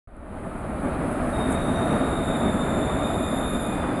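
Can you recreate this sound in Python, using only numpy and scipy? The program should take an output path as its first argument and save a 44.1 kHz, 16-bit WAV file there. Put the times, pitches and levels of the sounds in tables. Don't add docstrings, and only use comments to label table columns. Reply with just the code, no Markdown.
import sys
import numpy as np
from scipy import signal
from scipy.io import wavfile

SR = 44100
rng = np.random.default_rng(int(sys.argv[2]) if len(sys.argv) > 2 else 0)


def boost_factor(decibels):
    exponent = np.asarray(decibels, float) / 20
    return 10 ** exponent


def pcm_store(signal):
    levels = np.round(np.clip(np.atleast_2d(signal), -1, 1) * 32767)
    wavfile.write(sys.argv[1], SR, levels.astype(np.int16).T)


N = 176400

# (time [s], level [dB])
TRAFFIC_SWELL = [(0.07, -50), (0.36, -35.5), (0.95, -26), (0.97, -28.5), (1.15, -25), (1.83, -23.5),
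                 (2.01, -22.5), (2.05, -23), (2.13, -23.5), (3.88, -25.5), (3.89, -23.5), (4.0, -27.5)]
# (frequency [Hz], level [dB per Hz])
ROAD_COLOUR = [(35, -53), (60, 2.5), (114, -4), (246, 3), (441, -8), (681, -8), (2450, -26.5),
               (3850, -56.5), (5400, -72), (7020, -85), (11900, -120)]
# (centre [Hz], width [Hz], level over the road [dB])
BODY_DRONES = [
    (254, 63, -10),
    (620, 127, -7),
    (1240, 248, -11.5),
    (2450, 100, -34.5),
    (3740, 440, -36.5),
    (3180, 270, -46),
]
# (pitch [Hz], level [dB])
MOTOR_WHINE = [
    (2459, -52),
    (4916, -66),
]
# (start [s], end [s], first pitch [Hz], last pitch [Hz], level [dB])
ENGINE_HUMS = [
    (1.3, 3.0, 151, 154, -38),
    (1.0, 2.6, 238, 276, -38),
]
# (time [s], length [s], pitch [Hz], level [dB])
BIRD_CHIRPS = [
    (1.26, .08, 5980, -64),
    (1.6, .085, 5990, -59),
    (1.725, .105, 5950, -55),
    (1.855, .11, 5945, -55),
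]
# (time [s], level [dB])
HISS_SWELL = [(0.08, -79.5), (0.39, -62), (0.8, -57.5), (0.83, -54), (0.92, -56), (1.48, -48.5),
              (1.54, -47), (1.56, -50), (1.99, -49), (2.01, -50), (3.94, -53), (4.0, -52)]
# (frequency [Hz], level [dB per Hz])
HISS_COLOUR = [(5500, -24), (6300, -19), (7000, -12.5), (8000, -7), (9500, 0.5), (10700, 1.5), (11500, -15),
               (12400, -9)]
# (time [s], length [s], level [dB], centre [Hz])
VALVE_PUFFS = [
    (0.164, .006, -63, 9400),
    (1.112, .02, -49.5, 9800),
    (1.503, .02, -41, 10200),
    (1.518, 0.013, -40, 8500),
    (1.535, 0.024, -45.5, 8950),
    (2.368, .004, -40, 10500),
    (3.3, 0.0091, -43, 10000),
    (3.534, .015, -46, 10000),
]
# (time [s], level [dB])
SQUEAL_LEVEL = [(1.33, -51), (1.385, -44), (1.5, -46.5), (1.68, -50), (1.97, -46.5), (2.4, -44), (2.5, -46),
                (2.75, -47.5), (3.02, -44), (3.3, -43), (3.62, -44), (3.8, -54.5), (3.92, -62), (4, -42)]
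# (time [s], pitch [Hz])
SQUEAL_PITCH = [(1.33, 3765), (1.39, 3708), (1.5, 3712), (1.68, 3740), (1.8, 3705), (1.97, 3722),
                (2.2, 3685), (2.4, 3690), (2.5, 3625), (2.75, 3640), (3.02, 3668), (3.3, 3652),
                (3.62, 3652), (3.8, 3610), (3.92, 3600), (4, 3630)]
# (time [s], level [dB])
SLIP_BITE = [(1.33, -24), (2.0, -16), (2.4, -8), (3.1, -7), (3.3, -6.5), (3.68, -7), (3.8, -15), (4, -20)]
# (start [s], end [s], pitch [Hz], width [Hz], level [dB])
RIM_MODES = [
    (1.5, 2.47, 3780, 16, -54),
    (2.2, 4.1, 3505, 50, -52),
    (1.4, 3.85, 3630, 100, -50.5),
    (3.05, 3.75, 3835, 12, -61),
    (.95, 1.5, 5180, 80, -70),
]
# (centre [Hz], width [Hz])
MIC_NOTCHES = [
    (5512.5, 500),
    (11025, 330),
]


def rms_one(x):
    return x / np.sqrt(np.mean(np.abs(x) ** 2) + 1e-20)


def in_time(rows):
    s, *columns = np.transpose(rows)
    return [np.interp(np.arange(N) / SR, s, column) for column in columns]


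def drift(rate_hz):
    r = np.exp(-20 * np.pi * rate_hz / SR)
    white = rng.standard_normal(N // 10 + 9002)
    slow = signal.lfilter([1], [1, -2 * r, r * r], white)[9000:]
    return np.interp(np.arange(N) / 10, np.arange(len(slow)), rms_one(slow))


def gate(start, length, edge):
    t = np.arange(N) / SR - start
    return np.clip(np.minimum(t, length - t) / edge + 0.5, 0, 1)


def resonate(x, hz, width_hz):
    r = np.exp(-np.pi * width_hz / SR)
    return signal.lfilter([1, 0, -1], [1, -2 * r * np.cos(2 * np.pi * hz / SR), r * r], x)


def band_pass(x, low_hz, high_hz, order):
    return signal.sosfilt(signal.butter(order, [low_hz, high_hz], "band", fs=SR, output="sos"), x)


def banded_noise(spectrum, edges, patchy_db, shared_db):
    out = 0
    together = drift(8.5)
    white = rng.standard_normal((2, N))
    hz, db = np.transpose(spectrum)
    for k, (low, high) in enumerate(zip(edges, edges[1:])):
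        band = band_pass(white[k % 2], low, high, 3)
        level_db = np.interp(np.log(low * high) / 2, np.log(hz), db)
        out = out + band * boost_factor(level_db + patchy_db * drift(6.5) + shared_db * together)
    return rms_one(out)


def wavering(hz, width_hz, steady):
    spin = np.exp(2j * np.pi * np.cumsum(hz + np.zeros(N)) / SR)
    echoes = drift(width_hz) + 1j * drift(width_hz)
    return rms_one(np.real(spin * (steady + echoes)))


def wind(traffic_db):
    rumble = rms_one(band_pass(rng.standard_normal(N), 18, 68.4, 2))
    return rumble * boost_factor(-36.5 + 0.17 * (traffic_db - traffic_db.max())) * gate(0.11, 9, 0.5)


def body_drones():
    out = 0
    for hz, width_hz, db in BODY_DRONES:
        level = boost_factor(db + drift(4))
        core = resonate(rng.standard_normal(N), hz, width_hz)
        out = out + level * rms_one(resonate(core, hz, 6 * width_hz))
    return out


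def motor_whine():
    tones = sum(boost_factor(db) * wavering(hz, 4, 1.6) for hz, db in MOTOR_WHINE)
    return tones * gate(3.05, 9, 0.1)


def traffic():
    level_db, = in_time(TRAFFIC_SWELL)
    road = banded_noise(ROAD_COLOUR, np.geomspace(50, 5400, num=19), patchy_db=0.5, shared_db=-1.52)
    return boost_factor(level_db - 1.5) * (road + body_drones()) + wind(level_db) + motor_whine()


def engines():
    t = np.arange(N) / SR
    out = 0
    for s, end, first_hz, last_hz, db in ENGINE_HUMS:
        hz = np.interp(t, [s, end], [first_hz, last_hz])
        out = out + boost_factor(db) * gate(s, end - s, 0.4) * wavering(hz, 5, 0.9)
    return out


def bird():
    t = np.arange(N) / SR
    out = 0
    for s, length, hz, db in BIRD_CHIRPS:
        falling_hz = hz - 70 * (t - s) / 0.1
        out = out + boost_factor(db) * gate(s, length, 0.05) * wavering(falling_hz, 45, 0.8)
    return out


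def hiss():
    level_db, = in_time(HISS_SWELL)
    bed = banded_noise(HISS_COLOUR, np.geomspace(5500, 12400, num=13), patchy_db=0.35, shared_db=-0.5)
    out = boost_factor(level_db + 3) * bed
    noise = rng.standard_normal(N)
    for s, length, db, hz in VALVE_PUFFS:
        puff = noise
        for _ in range(3):
            puff = resonate(puff, hz, 3500)
        out = out + boost_factor(db) * gate(s, length, 0.0035) * rms_one(puff)
    return out


def rim_modes(on):
    (hz,), (db,) = in_time(SQUEAL_PITCH), in_time(SQUEAL_LEVEL)
    out = boost_factor(db) * on * wavering(hz + 5 * drift(6.8), 25, 0.9)
    for s, end, mode_hz, width_hz, mode_db in RIM_MODES:
        out = out + boost_factor(mode_db) * gate(s, end - s, 0.2) * wavering(mode_hz, width_hz, 0.3)
    return out


def slip_overtones():
    bite_db, = in_time(SLIP_BITE)
    since_start = np.arange(N) / SR - SQUEAL_LEVEL[0][0]
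    second_width_hz, third_width_hz = 97, 210
    second = wavering(7430 - 84 * since_start, second_width_hz, 0)
    second = second + boost_factor(-6) * wavering(2 * RIM_MODES[1][2], second_width_hz, 0)
    third = wavering(10550, third_width_hz, 0) + boost_factor(-8) * wavering(11350, third_width_hz, 0)
    third_level = boost_factor(7 + 1.35 * bite_db + 1.5 * drift(14))
    third_swell = 0.45 + 0.46 * gate(3.15, 0.6, 0.17)
    return boost_factor(-44.5) * (boost_factor(bite_db) * second + third_level * third_swell * third)


def squeal():
    on = gate(1.33, 9, 0.012)
    return rim_modes(on) + on * slip_overtones()


def scene():
    return (traffic() + engines() + bird() + hiss() + squeal())[None]


def top_cut(x):
    return signal.sosfilt(signal.butter(12, 12230, fs=SR, output="sos"), x)


def record(dry):
    x = dry * gate(0.0735, 9, 0.00052)
    for hz, width_hz in MIC_NOTCHES:
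        x = signal.lfilter(*signal.iirnotch(hz, hz / width_hz, SR), x)
    dip_hz, dip_width_hz, dip_share = 5810, 1350, 0.58
    b, a = signal.iirpeak(dip_hz, dip_hz / dip_width_hz, SR)
    x = x - dip_share * signal.lfilter(b, a, x)
    x = signal.sosfilt(signal.butter(14, 11630, fs=SR, output="sos"), x)
    return top_cut(x)


dry = scene()
out = record(dry)
pcm_store(out)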